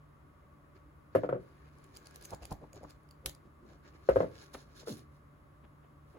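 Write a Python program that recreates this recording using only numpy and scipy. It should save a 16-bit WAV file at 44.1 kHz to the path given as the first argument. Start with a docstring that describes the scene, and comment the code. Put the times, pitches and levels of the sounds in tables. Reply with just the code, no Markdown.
"""In a small, quiet room, a thick hardcover comic is leafed through on a wooden desk.
The stiff cover knocks on the desk: decaying modes of the wood, a dry crack and a shudder of loose pages.
Glossy pages flick off the thumb as short noise bursts with a ring, and land with soft puffs of air.
Sheets slide with coloured noise, and the page block settles with a short stick-slip rub that falls in pitch.
A fan hums faintly: wavering sines and narrow noise peaks over soft air noise."""
import sys
import numpy as np
from scipy import signal
from scipy.fft import rfft, irfft, next_fast_len
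from scipy.io import wavfile

SR = 44100
rng = np.random.default_rng(int(sys.argv[2]) if len(sys.argv) > 2 else 0)


def materialize(psi):
    """Save the field psi as 16-bit PCM at rate SR to the path in sys.argv[1].

    A 1-D psi becomes a single channel; in a 2-D psi each row is a channel.
    """
    bounded = np.clip(np.atleast_2d(psi).T, -1, 1)
    quanta = np.round(bounded * 32767).astype(np.int16)
    wavfile.write(sys.argv[1], SR, quanta)


N = 272538
TIME = np.arange(N) / SR
CUTOFF_HZ = 16000

# page edges leaving the thumb: start_s, level_db, ring_hz, earlier_catches (rounded to a whole number)
PAGE_FLICKS = [(1.784, -63, 7400, 0), (1.8405, -56, 7400, 0), (1.864, -63, 9000, 0),
               (1.954, -54, 4580, 1.5), (1.9645, -45.5, 4660, 0), (1.969, -46, 6900, 0),
               (2.027, -65, 5000, 0), (2.058, -50, 4700, 0.5), (2.069, -46.5, 5030, 0),
               (2.109, -54, 5500, 0), (2.147, -56, 5500, 1.5), (2.158, -43.5, 6500, 0),
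               (2.211, -51, 11300, 0), (2.224, -48, 4500, 0), (2.238, -49.5, 7300, 0),
               (2.253, -42, 6070, 2), (2.294, -55, 4000, 0), (2.3051, -46, 5300, 0),
               (2.3365, -50, 6800, 0.5), (2.3462, -44, 7200, 0), (2.43, -48, 2790, 1.5),
               (2.439, -54, 6500, 0), (2.4524, -40, 10800, 0), (2.5082, -48, 5500, 0),
               (2.516, -50, 4700, 0.5), (2.5254, -43.5, 4710, 1), (2.73, -47, 6800, 0),
               (2.745, -59, 7000, -0.5), (2.757, -52, 4800, 0.5), (2.77, -66, 3200, 0),
               (2.831, -55, 10100, 0), (2.837, -56, 6800, 0), (2.9056, -47.5, 4140, 3),
               (3.032, -68, 9900, 0), (3.088, -58, 5000, 0.5), (3.109, -48, 4550, 0),
               (3.2596, -32, 9900, 0), (3.2936, -38.5, 6700, 0.5), (3.348, -48.5, 11500, 0.5)]


def from_db(db):
    """Decibels to amplitude ratio: 20 dB per factor of ten."""
    return 10 ** (np.asarray(db) / 20)


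def rms_one(x):
    """Normalization to unit mean power."""
    return x / np.sqrt(np.mean(x ** 2) + 1e-20)


def at_hz(points, hz, axis=1):
    """Linear interpolation of a table column along logarithmic frequency."""
    points = np.array(points)
    return np.interp(np.log(np.maximum(hz, 1)), np.log(points[:, 0]), points[:, axis])


def butter(x, hz, kind, order=2):
    """Causal filtering with a maximally flat (Butterworth) passband."""
    return signal.sosfilt(signal.butter(order, hz, kind, fs=SR, output="sos"), x + 1e-18)


def flutter(per_s):
    """Random modulation: lines joining Gaussian knots of spread 1; the last of 4096 knots is held."""
    knots = rng.standard_normal(4096)
    return np.interp(TIME * per_s, np.arange(len(knots)), knots)


def noise(spectrum, size=N):
    """Diffuse-field noise: shaped stereo noise of rms 1 whose ears agree most in the bass."""
    # left-right likeness of diffuse sound: frequency_hz, correlation
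    likeness = [(60, 0.99), (130, 0.78), (290, 0.64), (640, 0.081), (1400, 0), (16000, 0)]
    padded = next_fast_len(size, True)
    hz = np.fft.rfftfreq(padded, 1 / SR)
    alike = np.clip(at_hz(likeness, hz), -1, 1)
    mid, side = rfft(rng.standard_normal((2, padded)))
    bass_cut = np.minimum(hz / spectrum[0][0], 1) ** 2
    gain = from_db(at_hz(spectrum, hz)) * bass_cut
    stereo = np.sqrt(1 + alike) * mid + np.sqrt(1 - alike) * side * [[1], [-1]]
    return rms_one(irfft(gain * stereo, padded)[:, :size])


def place(x, lag_s, pan_db):
    """Localization by interaural time and level: lag_s delays the right, pan_db is left minus right."""
    right = np.interp(TIME - lag_s, TIME, x)
    return np.array([x * from_db(pan_db / 2), right * from_db(-pan_db / 2)])


def envelope(start_s, length_s, attack_s, release_s):
    """Linear attack, steady hold, then exponential decay by 1/e per release_s."""
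    age = TIME - start_s
    return np.clip(age / attack_s, 0, 1) * np.exp(-np.clip((age - length_s) / release_s, 0, 30))


def rippled(spectrum, ripple_db):
    """Bending resonances: a bent sheet adds narrow random peaks and dips to a colour."""
    grid = np.geomspace(spectrum[0][0], 16000, 110)
    level_db = at_hz(spectrum, grid) + ripple_db * rng.standard_normal(len(grid))
    return np.column_stack([grid, level_db])


def room_tone(air_db=-60.5, peak_half_width=0.022):
    """Broadband air noise, wavering fan tones and narrow resonances of the fan's housing."""
    # colour of the air noise: frequency_hz, density_db per Hz
    air = [(25, -22), (60, -3.5), (110, -10), (150, -12), (200, -14.5), (300, -16), (500, -22),
           (820, -25.5), (1150, -20), (1900, -31.5), (2900, -40.5), (6000, -50), (9500, -46),
           (16000, -50.5)]
    # fan tones: frequency_hz, level_db
    fan_tones = [(73, -72), (146, -66)]
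    # housing resonances: frequency_hz, level_db
    housing_peaks = [(295, -73.5), (580, -76), (1130, -74), (1245, -82), (2080, -87.5)]
    waver = from_db(2 * flutter(14))
    hum = sum(np.sqrt(2) * from_db(db) * np.sin(2 * np.pi * hz * TIME + .5 * flutter(14))
              for hz, db in fan_tones)
    draught = noise(air)
    housing = 0
    for hz, db in housing_peaks:
        band_hz = [hz * (1 - peak_half_width), hz * (1 + peak_half_width)]
        housing = housing + from_db(db) * rms_one(butter(draught, band_hz, "band"))
    return from_db(air_db) * noise(air) + waver * hum + housing


def room(x, first_wall_s=0.0032):
    """Reverberation: diffuse reflections decay exponentially at a rate set for each band."""
    # reverberation: frequency_hz, level_db, t60_s
    decay = [(70, 4.5, 0.26), (130, 1, 0.35), (330, 4, 0.31), (530, -5, 0.12), (680, -1.5, 0.24),
             (1190, 0, 0.28), (4000, 3, 0.18), (14000, 0.5, 0.17)]
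    size = SR // 2
    age = TIME[:size]
    white = noise([(20, 0), (20000, 0)], size=size)
    tail = 0
    edges = np.geomspace(50, 18000, 10)
    for low, high in zip(edges, edges[1:]):
        hz = np.sqrt(low * high)
        level_db = at_hz(decay, hz) - 60 * age / at_hz(decay, hz, axis=2)
        tail = tail + butter(white, [low, high], "band") * from_db(level_db)
    # silent until first_wall_s, full at twice that; unit energy
    tail = rms_one(tail * np.clip(age / first_wall_s - 1, 0, 1)) / np.sqrt(size)
    return signal.fftconvolve(x, tail, axes=1)[:, :N]


def walls(x):
    """Specular reflection: two near surfaces return discrete delayed echoes of the left signal."""
    # first reflections: delay_s, level_db, left_minus_right_db, right_lag_s
    reflections = [(.0182, -11.5, -3.5, 0.00041), (0.0292, -17, -3, 0.00052)]
    return sum(from_db(db) * place(np.interp(TIME - delay_s, TIME, x[0]), lag_s, pan_db)
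               for delay_s, db, pan_db, lag_s in reflections)


def slide_level(follows, glossy, creep_db):
    """Friction noise grows with speed: power sum of strokes, page swishes and creep for one colour."""
    # bent pages creeping under the hands that hold them: time_s, level_db (before creep_db)
    creep = [(1.4, -71), (1.56, -75), (1.78, -71.5), (2.2, -68.5), (3.09, -83.5), (3.56, -92), (4.14, -66),
             (4.26, -66), (4.58, -69.5), (4.84, -72), (5.0, -63.5), (5.1, -92)]
    # strokes of paper on paper and under fingers: start_s, length_s, level_db (before follows),
    # gloss_db (before glossy), swell_share of the length
    strokes = [(0.745, .025, -80, -4, .5), (1.11, 0.15, -78.5, -6, 0.34), (1.458, 0.23, -92.5, -16, 0.55),
               (2.283, 0.028, -67, 6, .5), (2.743, 0.032, -69.5, -8, .4), (2.80, 0.11, -73.5, 0, 0.98),
               (3.648, 0.086, -75, -2, 0.64), (3.822, 0.065, -73.5, -20, 0.59),
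               (3.915, 0.047, -78.5, -17, 0.69), (4.02, .21, -65.5, -5, 0.44),
               (4.293, 0.11, -64.5, -4, 0.73), (4.39, 0.049, -62.5, -1.5, 0.59),
               (4.526, 0.025, -56.5, 2.5, 0.73), (4.552, .065, -62.5, 0, 0.25), (4.63, 0.16, -75, 3, 0.47),
               (4.74, 0.046, -58, -4, 0.65), (4.789, 0.014, -51.5, -8, 0.52),
               (4.855, 0.074, -48.5, -1, 0.42), (4.953, 0.035, -59.5, 3, .6), (5.09, .078, -80.5, 12.5, .6),
               (6.05, .098, -81, 12, 0.48)]
    middling_db, release_s = -65.5, 0.023
    riffle_end_s = 2.53   # until then pages leave in close succession
    # each page brushes its neighbour as it leaves; swish_db is relative to its flick
    swish_db, lead_s, swish_s, swish_swell = -29.5, 0.045, 0.045, 0.75
    power = from_db(creep_db + np.interp(TIME, *np.transpose(creep), left=-200, right=-200)) ** 2
    swishes = [(s - lead_s, swish_s, db + swish_db, 0, swish_swell)
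               for s, db, hz, catches in PAGE_FLICKS if s < riffle_end_s]
    for s, length_s, db, gloss_db, swell in strokes + swishes:
        peak = from_db(middling_db + follows * (db - middling_db) + glossy * gloss_db)
        power = power + (peak * envelope(s, length_s, swell * length_s, release_s)) ** 2
    return np.sqrt(power)


def fibres(level, spread_db=3.0, snags_per_s=260, grit_db=-3):
    """Asperity contact: single fibres snag at random, each impulse a fine grit in one band."""
    # band of the snagging fibres: low_hz, high_hz
    grit_hz = [3000, 6800]
    happens = rng.random(N) < snags_per_s / SR
    strength = from_db(spread_db * np.minimum(rng.exponential(1, N), 3))
    snags = happens * strength * rng.choice([-1, 1], N)
    rings = butter(butter(snags, grit_hz, "band"), grit_hz, "band")
    return from_db(grit_db) * level * place(rms_one(rings), lag_s=.0001, pan_db=-2.5)


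def slides(brush_db=3, hiss_db=-1.46, sheen_db=-4.0, grain_db=2.5, patchy_db=1.5,
           ripple_db=4.0, bends_per_s=12):
    """Sliding friction: faster strokes are brighter, and the colour shifts as the sheets bend."""
    # low, middle and top colours of sliding paper: frequency_hz, density_db per Hz
    brush = [(400, 10), (700, 1.5), (1400, 4.5), (2500, -2), (3400, -12), (4500, -13.5), (7000, -38.5)]
    hiss = [(2500, -7.5), (3600, 1), (4400, 3), (5200, -0.5), (5900, -3), (7200, -1.5), (8500, -35),
            (11000, -24)]
    sheen = [(6500, -24), (8500, -6), (10200, -2.5), (11300, -6.5), (13400, -5), (14300, -16),
             (15600, -11.5)]
    speed = slide_level(0.92, glossy=0, creep_db=-12)
    brush_level = slide_level(0.35, glossy=-0.29, creep_db=-0.5)
    sheen_level = slide_level(1.25, glossy=1.0, creep_db=-7.0)
    out = fibres(speed)
    for colour, trim_db, level in [(brush, brush_db, brush_level), (hiss, hiss_db, speed),
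                                   (sheen, sheen_db, sheen_level)]:
        bend = flutter(bends_per_s)
        paper = np.cos(bend) * noise(rippled(colour, ripple_db))
        paper = paper + np.sin(bend) * noise(rippled(colour, ripple_db))
        out = out + level * from_db(trim_db + patchy_db * flutter(60)) * paper
    return out * rms_one(from_db(grain_db * flutter(900)))


def rub(jitter=.21, body_hz=520, rough_db=1.5, release_s=0.0046):
    """Stick-slip oscillation: the sagging page block makes a sawtooth that slows as it comes to rest."""
    start_s, attack_s, length_s = 4.875, 0.012, 0.067
    start_db, fade_db_per_s = -42, 49
    fast_hz, slow_hz, slows_at_s, slowing_s = 420, 115.3, .029, 0.012   # slip rate before jitter
    age = np.maximum(TIME - start_s, 0)
    per_s = slow_hz + (fast_hz - slow_hz) * (1 - np.tanh((age - slows_at_s) / slowing_s)) / 2
    cycles = np.cumsum(per_s * np.exp(jitter * flutter(250))) / SR
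    saw = rms_one(butter(cycles % 1 - .5, body_hz, "low", order=4))
    level = from_db(start_db - fade_db_per_s * age + rough_db * flutter(200))
    shape = envelope(start_s, length_s, attack_s, release_s)
    return place(saw * level * shape, lag_s=.00005, pan_db=-0.5)


def flaps(fall_s=0.0025):
    """Flat impact: a sheet meets the next all over at once, a brief slap of band-shaped noise."""
    # slaps of sheet on sheet: centre_s, level_db, centre_hz
    slaps = [(2.333, -39.5, 930), (2.433, -58, 2600), (2.527, -47, 895), (2.642, -52, 950),
             (2.769, -61, 1380), (2.850, -50, 1160)]
    out, size = np.zeros((2, N)), SR // 10
    for s, db, hz in slaps:
        first = int(s * SR) - size // 2
        span = slice(first, first + size)
        slap = noise([(hz / 2, -8), (hz, 0), (hz * 1.33, -9), (hz * 1.2, -24), (15000, -55)], size=size)
        out[:, span] += from_db(db) * slap / np.cosh((TIME[span] - s) / fall_s)
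    return out


def puffs(skirt_db=-22, landing_rasp_db=-40, nearness=0.35, flap_db=3.5):
    """Air displacement: a landing or pressed page expels its air cushion, a hollow puff over a thud."""
    # pages landing: centre_s, level_db, centre_hz, thud_db against the puff
    page_landings = [(2.333, -41.5, 870, 7), (2.431, -48.5, 670, 11), (2.523, -39.5, 780, 7),
                     (2.634, -48, 600, 1), (2.767, -52, 590, 3), (2.837, -45, 590, 3),
                     (3.268, -42.5, 543, 7), (3.459, -57, 330, 3.5), (3.643, -57.5, 340, -5),
                     (3.719, -60, 710, 5)]
    # fingers pressing: centre_s, level_db, centre_hz, half_length_s, thud_db and rasp_db against the puff
    touches = [(4.551, -45, 704, 0.0095, -6, -22), (4.831, -53, 485, .0078, -1, -28),
               (4.884, -50, 794, 0.012, -7, -22), (5.648, -54.5, 330, 0.0074, -15, -22),
               (5.845, -65.5, 650, 0.017, -1, -17), (6.17, -53, 430, 0.021, -5, -35)]
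    hardest_half_s, doubling_db = 0.011, 15   # a landing doubling_db softer lasts twice as long
    touch_skirt_db = -9.5   # skin on paper is brighter than a cushion of air
    rasp_hz = 3030   # fingertip on a page edge
    out, size = np.zeros((2, N)), SR // 4
    hardest_db = max(row[1] for row in page_landings)
    events = []
    for s, db, hz, thud_db in page_landings:
        half_s = hardest_half_s * 2 ** ((hardest_db - db) / doubling_db)
        events.append((s, db, hz, half_s, thud_db, skirt_db, landing_rasp_db))
    for s, db, hz, half_s, thud_db, rasp_db in touches:
        events.append((s, db, hz, half_s, thud_db, touch_skirt_db, rasp_db))
    for s, db, hz, half_s, thud_db, top_db, rasp_db in events:
        first = int(s * SR) - size // 2
        span = slice(first, min(first + size, N))
        colour = [(70, thud_db), (hz * 0.33, -8), (hz, 0), (hz * 1.24, -7), (hz * 1.85, top_db),
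                  (rasp_hz, rasp_db), (5000, -42), (15000, -60)]
        air = noise(colour, size=size)
        air = rms_one(air + nearness * air[::-1])   # close by, so both ears hear much the same
        shape = 1 / np.cosh(1.36 * (TIME[span] - s) / half_s)
        out[:, span] += from_db(db) * air[:, :span.stop - first] * shape
    return out * rms_one(from_db(flap_db * flutter(300)))   # the sheet flaps, so air leaves unevenly


def whip(pan_db=0.0):
    """Impulsive release: a stiff sheet whips taut, a sudden broad crack that decays exponentially."""
    # the whip: start_s, level_db, fall_s to 1/e
    release = (3.2598, -25, 0.0027)
    # colour of its crack: frequency_hz, density_db per Hz
    colour = [(400, 3), (1000, -0.5), (2000, -2.5), (3400, 1.5), (4700, 1), (7000, -6), (8700, 3),
              (10500, 0.5), (15000, -9)]
    s, db, fall_s = release
    shape = (TIME > s) * np.exp(-np.abs(TIME - s) / fall_s)
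    return from_db(db) * shape * noise(colour) * from_db([[pan_db / 2], [-pan_db / 2]])


def crackle(spread_db=2.5, low_hz=2800, high_hz=7200, width=0.2, count=8):
    """Random buckling: a leaving page unbends in tiny snaps, each ringing in one of several bands."""
    level_db, per_s = -21, 1000   # level relative to the flick
    rise_s, fall_s, end_s = 0.0062, 0.006, 2.6
    bend = sum(from_db(db) * np.exp(np.minimum(TIME - s, 0) / rise_s - np.maximum(TIME - s, 0) / fall_s)
               for s, db, hz, catches in PAGE_FLICKS if s < end_s)
    happens = rng.random(N) < per_s / SR
    strength = from_db(spread_db * np.minimum(rng.exponential(1, N), 4))
    snaps = happens * strength * rng.choice([-1, 1], N)
    dealt = rng.integers(0, count, N)   # which band each snap rings in
    grains = 0
    for k, hz in enumerate(np.geomspace(low_hz, high_hz, count)):
        ring = butter(snaps * (dealt == k), [hz / (1 + width), hz * (1 + width)], "band")
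        grains = grains + place(ring, .0001 * rng.standard_normal(), 0)
    return from_db(level_db) * bend * rms_one(grains)


def flicks(level_db=-1, ring_db=7, ring_octaves=0.147, fall_s=0.00073, rise_s=0.0015, hard_s=0.013,
           peak_s=0.0024, uneven=0.12, grain_db=2.5, pan_db=0.0):
    """Elastic release: an edge catches on the thumb, harder each time, then snaps free and rings."""
    # glossy paper: frequency_hz, density_db per Hz
    sheet = [(500, 1), (1500, -5), (3000, -1.5), (3800, -7), (4700, 5.5), (5900, -4.5), (6900, 1.5),
             (8000, -2.5), (9300, 6.5), (12400, -12), (13600, 3), (16000, -14)]
    catch_s, catch_loss_db = .0042, 4   # mean spacing of catches; each earlier one is this much weaker
    out, size = np.zeros((2, N)), SR // 12
    snaps = []
    for s, db, hz, catches in PAGE_FLICKS:
        for k in range(round(catches) + 1):
            earlier_s = k * catch_s * (1 + uneven * rng.uniform(-0.85, 1))
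            snaps.append((s - earlier_s, db - k * catch_loss_db, hz))
    for s, db, hz in snaps:
        first = int(s * SR) - size // 2
        span = slice(first, first + size)
        grid, colour = rippled(sheet, ripple_db=3.5).T
        # the ring is a peak in the noise at the pitch set by the sheet's bend
        colour = colour + ring_db * np.exp(-(np.log2(grid / hz) / ring_octaves) ** 2)
        age = TIME[span] - s - peak_s
        hold_s = hard_s * from_db(db)   # a hard snap lets go of several sheets, one after another
        shape = np.exp(np.minimum(age, 0) / rise_s - np.maximum(age - hold_s, 0) / fall_s)
        burst = noise(np.column_stack([grid, colour]), size=size)
        out[:, span] += from_db(db + level_db) * shape * burst
    return out * from_db(grain_db * flutter(1500)) * from_db([[pan_db / 2], [-pan_db / 2]])


def knocks(load_cycles=1.0, crack_db=-15.5, crack_s=0.0091, crack_rise_s=0.00059, shudder_db=-21.5,
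           shudder_s=0.028, shudder_rise_s=0.0044, vary_db=2.0, vary_share=0.011, lag_s=0.00028, pan_db=1.5):
    """Modal impact: the cover lands edge first, then flat, and each contact rings the desk's modes."""
    # contacts of the cover: start_s, level_db, second_db against the first, gap_s to the second,
    # crack_db against the knock, pitch_ratio of the modes, crack_top_hz (soft contacts are duller)
    contacts = [(1.1498, -15.5, -0.5, .00765, 0, 0.99, 9000), (1.2340, -24, -5, 0.01, 2, 1.03, 2200),
                (1.2896, -23, -5.5, 0.0083, 3, 1.02, 1900), (1.3257, -21, -18, .0075, -1.5, 1.04, 1500),
                (1.352, -31, -1.5, 0.0056, -7, 0.95, 1400), (4.0881, -12.5, -5.5, 0.0053, -1, .99, 6000),
                (4.1583, -17, .5, .0076, -3, 0.995, 6000), (4.2033, -16, -8, 0.0066, -1, 1.015, 3000),
                (4.2300, -23.5, -6, .0115, -6, 1.01, 2000), (4.872, -36.5, -0.5, .0085, 7, 0.91, 3000)]
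    # modes of book on desk: frequency_hz, level_db, t60_s (pitch and level before variation)
    modes = [(62, -23, 0.32), (85.3, -27.5, 0.25), (129, -22.5, 0.15), (186.7, -27.5, 0.09),
             (302.8, -13.5, 0.076), (389.5, -15.5, 0.06), (516.6, 6, 0.038), (572, -18, 0.064),
             (624, -11.5, 0.076), (875, -22, 0.05), (1136, -24, 0.026), (1318, -17, .028),
             (1506, -31, .053), (1960, -36.5, .051)]
    # dry crack: frequency_hz, density_db per Hz
    crack_colour = [(200, -5), (600, 1), (1300, 6), (2100, -8.5), (4000, -23), (7000, -32.5),
                    (11000, -18.5), (16000, -25.5)]
    # shudder of the loose pages: frequency_hz, density_db per Hz
    shudder_colour = [(110, -7), (200, -10.5), (330, 1), (430, 3), (520, 1), (620, 5), (750, -28),
                      (2000, -20.5), (6000, -56)]
    # a lighter knock loads the desk less: below 200 Hz its modes are higher, and stronger for its level
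    boom_rise_per_db, boom_keeps = 0.11, 0.4   # pitch ratio and dB added per dB below the hardest
    in_step_low_hz, in_step_high_hz = 450, 700   # close modes in this band start in step
    wood, shudders = np.zeros((2, N))
    cracks, size = np.zeros((2, N)), SR // 3
    hardest_db = max(row[1] for row in contacts)
    for s, db, second_db, gap_s, hard_db, pitch, top_hz in contacts:
        for start, gain in ((s, from_db(db)), (s + gap_s, from_db(db + second_db))):
            first = int(start * SR) + 1
            span = slice(first, first + size)
            age = TIME[span] - start
            for k, (hz, level, t60) in enumerate(modes):
                lighter_db = (hardest_db - db) * (hz < 200)
                sharper, louder = rng.standard_normal(2)
                cycles = age * hz * (pitch + boom_rise_per_db * lighter_db + vary_share * sharper)
                # each mode needs about a cycle to build, so the boom comes last
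                load = 1 - np.exp(-(cycles / load_cycles) ** 2)
                sign = 1 if in_step_low_hz < hz < in_step_high_hz else (-1) ** k
                mode_db = level + vary_db * louder + boom_keeps * lighter_db - 60 * age / t60
                wood[span] -= sign * gain * load * from_db(mode_db) * np.sin(2 * np.pi * cycles)
            crack = noise(crack_colour, size=size) * np.tanh(age / crack_rise_s) * np.exp(-age / crack_s)
            crack = butter(crack, min(top_hz, CUTOFF_HZ), "low", order=1)
            cracks[:, span] += gain * from_db(crack_db + hard_db) * crack
            shudders[span] += (gain * np.tanh(age / shudder_rise_s) * np.exp(-age / shudder_s)) ** 2
    shudder = from_db(shudder_db) * np.sqrt(shudders) * noise(shudder_colour)[0]
    return cracks + place(wood + shudder, lag_s, pan_db)


def scene(knock_wet_db=-13, flick_wet_db=-9, soft_wet_db=-11):
    """Superposition: direct sound of book and hands, with wall echoes and reverberation behind."""
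    wood = knocks()
    edges = flicks() + crackle() + whip()
    soft = puffs() + flaps() + rub()
    sent = from_db(knock_wet_db) * wood + from_db(flick_wet_db) * edges + from_db(soft_wet_db) * soft
    return wood + walls(wood) + edges + soft + slides() + room(sent) + room_tone()


def record(dry, left_bump_db=2.0, left_dip_db=-2.0):
    """Two-port pickup: the ports differ in colour, share the top treble and cut both band ends."""
    hz = np.fft.rfftfreq(2 * N, 1 / SR)
    left, right = rfft(dry, 2 * N)
    tilt = [(500, 0.01), (1050, left_bump_db), (2500, 0.0046), (5400, left_dip_db), (7000, 0.0049)]
    tilt_db = at_hz(tilt, hz)   # left minus right
    left, right = left * from_db(tilt_db / 2), right * from_db(-tilt_db / 2)
    # towards the top the left takes over the right signal, widened by a phase twist
    shared = np.clip((hz - 5500) / 2800, 0, 1)
    twist = np.exp(-2j * np.pi * (hz - 6450) / 4550)
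    left = np.sqrt(1 - shared) * left + np.sqrt(shared) * twist * right
    wide = butter(irfft(np.array([left, right]))[:, :N], 19, "high")
    return signal.sosfilt(signal.ellip(10, .1, 80, CUTOFF_HZ, fs=SR, output="sos"), wide)


dry = scene()
out = record(dry)
materialize(out)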